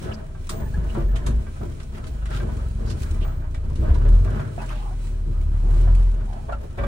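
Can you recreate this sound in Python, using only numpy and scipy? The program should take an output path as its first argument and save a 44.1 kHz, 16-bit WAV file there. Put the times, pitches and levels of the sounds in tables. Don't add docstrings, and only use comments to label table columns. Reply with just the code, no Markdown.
import sys
import numpy as np
from scipy import signal
from scipy.fft import rfft, irfft, next_fast_len
from scipy.io import wavfile
from scipy.ndimage import map_coordinates

SR = 44100
rng = np.random.default_rng(int(sys.argv[2]) if len(sys.argv) > 2 else 0)


def to_wav(s):
    ch = np.atleast_2d(s).T
    pcm = np.round(np.clip(ch, -1, 1) * 32767)
    wavfile.write(sys.argv[1], SR, pcm.astype(np.int16))


N = 302947

# (time [s], firing rate [firings per second])
ENGINE_SPEED = [(0.0, 31.5), (0.35, 28.8), (0.62, 25), (0.8, 25.8), (1.02, 20.6), (1.17, 24), (1.3, 26.6),
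                (1.8, 29.8), (2.2, 25.2), (2.6, 21.6), (2.87, 21), (3.05, 31.5), (3.19, 36.1), (3.4, 30),
                (3.6, 28.3), (3.8, 27.3), (3.97, 35.6), (4.12, 40.2), (4.26, 46.2), (4.38, 48.2),
                (4.53, 45.7), (4.7, 40.9), (5.06, 37.6), (5.4, 35.4), (5.65, 36.4), (5.88, 42),
                (6.02, 43.2), (6.25, 38.6), (6.55, 27), (6.87, 23.5)]


def firing():
    hz, = curves(ENGINE_SPEED)
    return cycle(hz) + (3 / hz) ** 1.4 * wobble(14)


# (time [s], level [dB])
THROB_LEVEL = [(0.0, -44.5), (0.5, -32.5), (1.0, -38), (1.32, -31), (1.5, -36), (2.2, -39), (2.6, -56),
               (2.98, -38), (3.21, -20.5), (3.4, -31), (3.78, -28), (4.14, -12), (4.27, -21), (4.5, -39.5),
               (4.68, -29), (5.2, -26), (5.6, -20.5), (5.8, -14), (6.0, -14.5), (6.25, -25), (6.48, -37.5),
               (6.87, -40)]
# (time [s], level [dB])
PULL_LEVEL = [(0.0, -49), (0.48, -41), (0.78, -27), (1.14, -18), (1.2, -29), (1.36, -18.5), (1.48, -40.5),
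              (2.1, -36), (2.25, -24.5), (2.7, -30), (3.12, -29), (3.55, -34), (3.92, -24.5), (4.1, -27),
              (4.27, -23.5), (4.5, -40), (4.75, -51), (5.12, -35), (5.48, -26), (5.75, -35), (5.9, -22.5),
              (6.25, -43), (6.48, -38), (6.54, -26.5), (6.75, -52), (6.83, -25), (6.87, -22)]
# (time [s], level [dB])
GROWL_LEVEL = [(0.0, -41), (0.48, -36), (0.73, -27), (1.09, -36), (1.28, -28.5), (1.8, -37.5), (2.4, -30),
               (2.75, -26), (2.92, -33), (3.1, -30.5), (3.5, -32.5), (3.9, -23.5), (4.15, -33.5),
               (4.4, -31.5), (4.73, -39.5), (5.15, -34.5), (5.5, -30), (5.9, -28), (6.1, -40), (6.7, -34.5),
               (6.87, -36)]
FIRING_ORDER_LEVELS = [0, -7, -6, -9.5, -7.5, -16, -9, -10]
UNEVEN_ORDER_LEVELS = [-14, -9, -2, -17.5]
CYLINDERS = 3
ENGINE_LAG_S = 0.00064
GROWL_GAIN_DB, GROWL_WAVER_DB = -0.5, 1.0


def engine(phase):
    hz, throb_db, pull_db, growl_db = curves(ENGINE_SPEED) + curves(THROB_LEVEL) + curves(PULL_LEVEL) + curves(GROWL_LEVEL)
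    left_right_shift = np.pi * hz * ENGINE_LAG_S * np.array([[-1], [1]])
    phase = phase + left_right_shift
    between = [k / CYLINDERS for k in (4, 5, 7, 8)]
    upper = list(enumerate(FIRING_ORDER_LEVELS, start=3)) + list(zip(between, UNEVEN_ORDER_LEVELS))
    throb = amp(throb_db + 1.4) * orders(phase, hz, [(0.99, 0)], waver_db=-0.5)
    pull = amp(pull_db) * orders(phase, hz, [(2, 0)], waver_db=1.14)
    growl = amp(growl_db + GROWL_GAIN_DB) * orders(phase, hz, upper, waver_db=0.94)
    low_swell = amp(0.64 * wobble(36))
    growl_swell = amp(GROWL_WAVER_DB * wobble(32))
    return low_swell * (throb + pull) + growl_swell * growl


# (frequency [Hz], level [dB])
CAB_BOOM = [(45, -35), (55, -7), (63, 0.5), (70, -2), (77, -2), (86, -0.5), (102, -8), (116, -4.5),
            (128, -6.5), (145, -5), (170, -14.5), (198, -18.5), (215, -9.5), (232, -16.5), (280, -16)]
PULSE_SMEAR = 0.35


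def orders(phase, hz, rows, waver_db):
    tone, power = 0, 0
    for k, db in rows:
        gain = amp(db + along(CAB_BOOM, k * hz))
        swell = amp(waver_db * np.sqrt(k) * wobble(11))
        tone = tone + gain * swell * np.cos(k * phase + PULSE_SMEAR * rng.standard_normal())
        power = power + gain ** 2 / 2
    return tone / np.sqrt(power)


# (frequency [Hz], level [dB per Hz])
RUMBLE_COLOUR = [(25, -36), (45, 1.5), (65, -1), (100, 0.5), (135, 0), (180, -11), (250, -11), (290, -16),
                 (350, -12), (450, -14), (600, -25.5), (1200, -72)]
# (frequency [Hz], width [Hz], level [dB])
CAB_RESONANCES = [(215.1, 5.4, 3), (354.3, 30, -11.5), (576, 19, -18)]
# (frequency [Hz], level [dB per Hz])
RATTLE_COLOUR = [(250, -6.5), (430, -13.5), (620, 4.5), (850, -2.5), (1100, -3.5), (1400, -5.5), (1700, -8),
                 (2100, -17), (3200, -21), (5000, -34.5), (10000, -62)]
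# (frequency [Hz], level [dB per Hz])
CRUNCH_COLOUR = [(700, 4.5), (2000, 4), (3200, 0.5), (5000, -2), (7000, -2), (9000, -0.5), (11000, -7),
                 (13000, -29.5), (15500, -6.5)]


def ride():
    rumble_db, rattle_db, crunch_db = shaking()

    def cab(f):
        return sum(amp(db) * 1j * f * w / (c * c - f * f + 1j * f * w) for c, w, db in CAB_RESONANCES)

    rumble = spread(contacts(110, 1.35, 0.27, 0.81), lambda f: amp(along(RUMBLE_COLOUR, f)))
    cab_ring = spread(contacts(60, 4.0, 0.095, 0.29), cab)
    out = amp(rumble_db + 6.0) * rumble + amp(rumble_db - 4.0) * cab_ring
    for part in range(4):
        chatter = spread(contacts(70, 4.7, 0.2, 0.057),
                         lambda f: amp(along(RATTLE_COLOUR, f)) * ripple(f, step_hz=29.97, depth_db=7.5))
        litter = spread(contacts(56, 15.0, 0.045, 2.8),
                        lambda f: amp(along(CRUNCH_COLOUR, f)) * ripple(f, step_hz=46.32, depth_db=5.0))
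        out += amp(rattle_db - 2.5 + 4.77 * wobble(13)) * chatter
        out += amp(crunch_db - 4.5 + 3.82 * wobble(9.7)) * litter
    return out


# (time [s], length [s], chassis rumble level [dB], load rattle level [dB])
JOLT_EVENTS = [(0, 0.096, -35.5, -45.5), (0.492, 0.12, -36, -52.5), (0.748, 0.15, -39, -50.5),
               (0.941, 0.065, -32.5, -48), (1.127, 0.094, -39, -48), (1.247, 0.058, -34, -56),
               (1.596, 0.021, -34, -56), (1.919, 0.19, -44, -53.5), (2.288, 0.095, -37, -46.5),
               (2.407, 0.066, -33.5, -48.5), (2.774, 0.17, -37.5, -53), (3.104, 0.14, -41.5, -48.5),
               (3.628, 0.23, -40.5, -55.5), (3.774, 0.19, -33, -45.5), (4.032, 0.13, -36.5, -51),
               (4.239, 0.17, -35.5, -44), (4.565, 0.1, -41.5, -48.5), (5.254, 0.024, -40, -76),
               (5.62, 0.27, -39.5, -55.5), (6.123, 0.031, -43.5, -64), (6.77, 0.059, -34.5, -43.5)]
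# (time [s], level [dB])
LITTER_LEVEL = [(0.0, -51.5), (0.32, -58.5), (0.78, -55.5), (1.45, -59), (2.6, -55), (3.16, -54.5),
                (3.44, -61.5), (4.59, -51.5), (5.0, -53.5), (5.39, -59), (5.78, -53.5), (6.87, -61.5)]
JOLT_ATTACK_S, JOLT_FALL_DB_PER_S = 0.018, 77
ROLL_RUMBLE_DB, ROLL_RATTLE_DB = -48, -58
SHAKE_RUMBLE_DB = -33
LITTER_GAIN_DB, JOLT_CRUNCH_DB = -0.5, -21


def shaking():
    t = np.arange(N) / SR
    loud_db = np.maximum(*curves(THROB_LEVEL), *curves(PULL_LEVEL))
    litter_db, = curves(LITTER_LEVEL)
    rumble = amp(ROLL_RUMBLE_DB) ** 2 + amp(loud_db + SHAKE_RUMBLE_DB) ** 2
    rattle = np.full(N, amp(ROLL_RATTLE_DB) ** 2)
    crunch = amp(litter_db + LITTER_GAIN_DB) ** 2
    for s, length, rumble_db, rattle_db in JOLT_EVENTS:
        fall = amp(-JOLT_FALL_DB_PER_S * np.maximum(t - s - length, 0))
        jolt = np.clip((t - s) / JOLT_ATTACK_S, 0, 1) * fall
        rumble += (amp(rumble_db) * jolt) ** 2
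        rattle += (amp(rattle_db) * jolt) ** 2
        crunch += (amp(rattle_db + JOLT_CRUNCH_DB) * jolt) ** 2
    return 10 * np.log10([rumble, rattle, crunch])


# (frequency [Hz], level [dB], time to fall 60 dB [s])
HULL_MODES = [(341.5, -1, 0.22), (428, 0, 0.14), (566, 3, 0.24), (687, 6.5, 0.044), (854, -11, 0.082),
              (973, -1.5, 0.099), (1163, 0, 0.067), (1358, -9, 0.15), (1580, 2.5, 0.14), (1754, -2, 0.061),
              (1960, 0, 0.081), (2110, -3, 0.078), (2300, 7, 0.13), (2580, 4, 0.095), (3440, 12, 0.065),
              (5600, -20, .05)]
# (time [s], level [dB], pitch of the contact [Hz], clatter against the ring [ratio])
KNOCK_EVENTS = [(.083, -28, 420, 0.42), (.348, -36, 1300, 0.65), (.949, -23.5, 670, 1.1),
                (.962, -26, 1030, 0.31), (.973, -15.5, 347, 0.12), (.975, -21.5, 612, 0.24),
                (.992, -26, 586, 0.23), (1.265, -27, 970, 1.06), (1.466, -35, 1630, 1.06),
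                (1.611, -31.5, 700, 1.3), (1.629, -25, 350, 0.45), (2.312, -29.5, 1540, 0.75),
                (2.346, -32, 1560, 0.42), (2.401, -27, 1400, .9), (2.425, -25, 380, 0.6),
                (2.487, -29.5, 1030, 0.76), (2.79, -36, 477, 0.49), (2.87, -32, 1090, 1),
                (3.247, -32, 1139, 1.4), (3.545, -37, 1850, .9), (3.546, -34, 750, 1.1),
                (3.705, -37, 950, 1.1), (3.822, -24, 380, .6), (3.89, -26, 710, 1), (3.954, -24, 900, 0.33),
                (4.052, -24.5, 470, 0.95), (4.276, -30.5, 1360, 0.7), (4.394, -25.5, 1120, 1.04),
                (4.579, -14.5, 690, 0.18), (4.6, -25, 870, 0.2), (4.616, -23, 870, 0.18),
                (4.633, -30.5, 970, .15), (5.872, -26, 804, 1.03), (6.326, -34.5, 690, 1.06),
                (6.484, -28.5, 431.9, 1.15), (6.492, -22, 690, 1), (6.497, -25.5, 1170, 0.47),
                (6.522, -19, 697, 0.73), (6.782, -21, 600, 0.64), (6.785, -26, 1741, 0.94),
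                (6.791, -26, 576, .05), (6.82, -22.5, 576, .05), (6.835, -17.5, 1180, 0.43),
                (6.834, -34, 2293, 0.15), (6.835, -19.5, 580, .05), (6.839, -35, 3500, .1)]
KNOCK_ATTACK_S = 0.001


def knocks():
    out, t = np.zeros((2, N)), np.arange(SR // 3) / SR
    hz, level, t60 = np.transpose(HULL_MODES)[:, :, None]
    for s, db, pitch, share in KNOCK_EVENTS:
        nearness = hump(hz, pitch, 0.048 + 0.23 * abs(share))
        strength = amp(level + rng.normal(0, 0.74, (2, len(hz), 1))) * nearness
        phase = rng.uniform(0, 2 * np.pi, hz.shape) + rng.normal(0, 1.0, strength.shape)
        modes = strength * amp(-60 * t / t60) * np.sin(2 * np.pi * hz * t + phase)
        ring = modes.sum(1) / np.sqrt(np.sum(strength ** 2) / 4)
        colour = lambda f: amp(along(RATTLE_COLOUR, f)) * hump(f, pitch, 2.0) * ripple(f, step_hz=70.5, depth_db=4.5)
        clatter = spread(rng.standard_normal((2, len(t))), colour) * amp(-60 * t / 0.22)
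        attack = 1 - np.exp(-t / KNOCK_ATTACK_S)
        add(out, s, amp(db - 10.0) * (ring + share * clatter) * attack)
    return out


# (time [s], level [dB], pitch [Hz])
BUMP_EVENTS = [(0.783, -8, 53), (0.774, -17.5, 164.5), (3.822, -10, 65), (3.904, -5.5, 62.5),
               (5.288, -16.5, 114), (6.799, -19, 59)]


def bumps():
    out, t = np.zeros((2, N)), np.arange(SR // 3) / SR
    envelope = amp(-60 * t / 0.11) * (1 - np.exp(-t / 0.0081))
    for s, db, hz in BUMP_EVENTS:
        add(out, s, amp(db + 3.0) * np.sin(2 * np.pi * hz * t) * envelope)
    return out


# (time [s], length [s], pitch [Hz], glide [octaves], tone level [dB], octave level [dB])
SQUEAK_EVENTS = [(.62, 0.037, 880, -0.049, -46, -52), (.655, 0.038, 870, 0.021, -44, -49),
                 (.738, .022, 830, 0.074, -44, -37.5), (1.083, 0.035, 883, 0.11, -52, -49),
                 (4.688, 0.013, 2510, 0.65, -39, -60), (4.758, .016, 818, 0, -42, -58),
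                 (4.789, 0.014, 825, 0.07, -45, -54), (4.812, 0.017, 825, 0, -49, -55),
                 (4.855, 0.031, 813, -0.097, -37, -57), (4.89, .016, 828, 0.053, -40, -60),
                 (4.908, 0.041, 750, .2, -41.5, -54), (6.524, 0.029, 1365, -0.052, -28, -52)]
SQUEAK_ROUGH = 0.37
SQUEAK_ATTACK_S, SQUEAK_T60_S = 0.005, 0.067


def squeaks():
    out, t = np.zeros((2, N)), np.arange(SR // 8) / SR
    for s, length, hz, glide, tone_db, octave_db in SQUEAK_EVENTS:
        pitch = hz * 2 ** (glide * (np.clip(t / length, 0, 1) - 0.5))
        phase = cycle(pitch) + SQUEAK_ROUGH * wobble(400)[:len(t)]
        phase = phase + rng.normal(0, 0.74, (2, 1))
        fall = amp(-60 * np.maximum(t - length / 2, 0) / SQUEAK_T60_S)
        slip = np.clip(t / SQUEAK_ATTACK_S, 0, 1) * fall
        tones = amp(tone_db - 2.0) * np.sin(phase) + amp(octave_db + 0.5) * np.sin(2 * phase)
        add(out, s, slip * tones)
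    return out


# (time [s], length [s], centre [Hz], width [octaves], level [dB])
RUB_EVENTS = [(0, 0.093, 2980, 1, -51), (0.112, 0.026, 2780, 0.13, -38.5), (0.125, 0.039, 4900, 0.22, -47),
              (0.887, 0.033, 2730, 0.17, -44.5), (1.923, 0.086, 1750, 0.89, -48.5),
              (2.267, 0.16, 1420, 0.19, -41), (2.27, 0.17, 2780, 0.65, -45.5),
              (2.843, 0.12, 4660, 0.36, -47), (2.961, 0.13, 5500, 0.97, -50),
              (2.981, 0.17, 1380, 0.28, -48.5), (3.196, 0.067, 2950, 0.3, -47),
              (4.242, 0.31, 1350, 0.35, -44.5), (4.598, 0.31, 2760, 0.49, -52),
              (4.577, 0.047, 2580, 0.06, -48), (4.594, 0.079, 1590, 0.16, -45),
              (4.675, 0.084, 1100, 0.51, -39.5), (4.74, 0.23, 1100, 0.21, -48.5),
              (4.677, 0.3, 816, 0.09, -47.5), (5.552, 0.5, 790, 0.36, -46), (6.216, 0.27, 790, 0.18, -44.5),
              (6.58, 0.12, 465, 0.54, -41)]
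CHAFE_DB, GRIT_DB = -1, 1.5


def rubs():
    out = np.zeros((2, N))
    for s, length, hz, width, db in RUB_EVENTS:
        n = int(max(length, 0.005) * SR)
        tone = spread(rng.standard_normal((2, SR // 3)), lambda f: hump(f, hz, width))[:, :n]
        add(out, s, amp(db + 3.5) * unit(tone) * np.hanning(tone.shape[1]))
    shake = np.cos(cycle(curves(ENGINE_SPEED)[0]))
    return out * amp(CHAFE_DB * shake + GRIT_DB * wobble(260) - 3.0)


# (frequency [Hz], level [dB per Hz])
TWIG_COLOUR = [(300, -8), (1200, 13.5), (2300, 4.5), (3500, 4.5), (5500, -0.5), (8000, 1), (11000, -5),
               (15500, -36)]
# (time [s], level [dB], centre [Hz])
SNAP_EVENTS = [(0.492, -26.5, 8050), (1.157, -33, 2820), (1.263, -31, 6950), (1.799, -40.5, 2250),
               (2.039, -41.5, 1890), (2.067, -41, 5630), (2.255, -37.5, 2220), (2.344, -42, 4500),
               (2.899, -35.5, 4900), (3.543, -41, 2480), (3.754, -41, 3520), (3.943, -40.5, 2550),
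               (4.657, -49, 9000), (6.328, -48, 5000), (6.521, -45, 2800)]
SNAP_T60_S = 0.1


def snaps():
    out, t = np.zeros((2, N)), np.arange(SR // 3) / SR
    fall = amp(-60 * t / SNAP_T60_S) + amp(-4.5 - 60 * t / 0.17)
    attack = 1 - np.exp(-t / 0.0017)
    for s, db, centre in SNAP_EVENTS:
        colour = lambda f: amp(along(TWIG_COLOUR, f)) * hump(f, centre, 2.04) * ripple(f, step_hz=170, depth_db=2.8)
        crack = spread(rng.standard_normal((2, len(t))), colour)
        add(out, s, amp(db - 5) * crack * fall * attack)
    return out


# (time [s], level [dB])
CLINK_EVENTS = [(.497, -35), (.56, -33.5), (.975, -47), (1.08, -43), (1.6, -50), (2.07, -48), (3.24, -39),
                (3.8, -49)]
# (frequency [Hz], level [dB], time to fall 60 dB [s])
RING_MODES = [(6560, 1, 0.94), (8400, 2, 1), (15100, 15, 0.6), (15450, 3, 0.41)]


def clinks():
    out, t = np.zeros((2, N)), np.arange(SR // 2) / SR
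    for s, db in CLINK_EVENTS:
        drift = np.cumsum(rng.standard_normal((2, len(t))), axis=1) * 0.09
        ring = 0
        for hz, level, t60 in RING_MODES:
            phase = 2 * np.pi * hz * t + drift + rng.uniform(0, 2 * np.pi)
            ring = ring + amp(level - 60 * t / t60) * np.sin(phase)
        add(out, s, amp(db - 27.0) * ring * (1 - np.exp(-t / 0.0027)))
    return out


# (frequency [Hz], level [dB per Hz])
BUZZ_COLOUR = [(150, -22), (350, -2), (560, 0), (850, 3), (1500, -4.5), (2200, -15.5), (4200, -18),
               (11000, -46)]
BUZZ_DB, BUZZ_FOLLOWS = -34.5, 0.96
BUZZ_PULSE_DB = 1.5


def buzz(phase):
    throb_db, = curves(THROB_LEVEL)
    colour = lambda f: amp(along(BUZZ_COLOUR, f)) * ripple(f, step_hz=40.0, depth_db=5)
    noise = spread(contacts(300, 1.5, 0.028, 0.75), colour)
    return amp(BUZZ_DB + BUZZ_FOLLOWS * throb_db + BUZZ_PULSE_DB * np.cos(phase)) * noise


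def contacts(rate, scatter_db, t60, bed):
    sizes = (rng.random(N) < rate / SR) * amp(scatter_db * np.clip(rng.standard_normal(N), -2, 2))
    dying = amp(-120 * np.arange(SR // 4) / SR / t60)
    power = np.abs(signal.fftconvolve(sizes ** 2, dying)[:N])
    return np.sqrt(power / power.mean() + abs(bed)) * rng.standard_normal((2, N))


def ripple(hz, step_hz, depth_db):
    knots = np.arange(0, SR / 2 + step_hz, step_hz)
    heights = np.clip(rng.standard_normal(4096), -2, 2)
    return amp(depth_db * np.interp(hz, knots, np.resize(heights, len(knots))))


# (frequency [Hz], likeness [ratio])
LEFT_RIGHT_LIKENESS = [(50, 3.5), (125, 0.6), (250, 0.8), (500, -0.24), (1000, -0.23), (4000, 0), (9000, 0),
                       (13000, 0.1)]


def spread(pair, gain):
    turn = lambda hz: np.arccos(np.clip(along(LEFT_RIGHT_LIKENESS, hz), -1, 1)) / 2
    mid, side = filtered(pair, lambda hz: gain(hz) * np.array([np.cos(turn(hz)), np.sin(turn(hz))]))
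    return unit(np.array([mid + side, mid - side]))


def amp(db):
    return 10 ** (np.asarray(db) / 20)


def unit(x):
    return x / np.sqrt(np.mean(x ** 2) + 1e-20)


def along(points, hz):
    f, v = np.transpose(points)
    return np.interp(np.log(hz + 1), np.log(f + 1), v)


def curves(rows):
    s, *cols = np.transpose(rows)
    return [np.interp(np.arange(N) / SR, s, c) for c in cols]


def wobble(rate):
    knots = rng.standard_normal(int(N * rate / SR) + 4)
    return map_coordinates(knots, [np.arange(N) * rate / SR], order=2)


def cycle(hz):
    return 2 * np.pi * np.cumsum(hz) / SR


def filtered(x, response):
    n = x.shape[-1]
    m = next_fast_len(n + 8192)
    return irfft(rfft(x, m) * response(np.fft.rfftfreq(m, 1 / SR)), m)[..., :n]


def hump(hz, centre, octaves):
    return 1 / (1 + (np.log2((hz + 1) / centre) / octaves) ** 2)


def add(track, s, sound):
    start = max(round(s * SR), 0)
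    part = track[:, start:start + sound.shape[-1]]
    part += sound[..., :part.shape[1]]


def scene():
    phase = firing()
    truck = engine(phase) + ride()
    load = knocks() + bumps() + squeaks() + rubs()
    return truck + load + snaps() + clinks() + buzz(phase)


# (frequency [Hz], left minus right [dB])
LEFT_RIGHT_LEAN = [(60, .5), (125, 1.8), (250, 1.6), (500, -2.1), (1000, -1.3), (2000, -1.3), (4000, -4),
                   (8000, -2), (13000, 0)]
TOP_HZ = 15800


def record(dry):
    def microphones(hz):
        half_db = along(LEFT_RIGHT_LEAN, hz) / 2
        return amp(np.array([half_db, -half_db])) * (hz < TOP_HZ)

    return filtered(dry, microphones)


dry = scene()
out = record(dry)
to_wav(out)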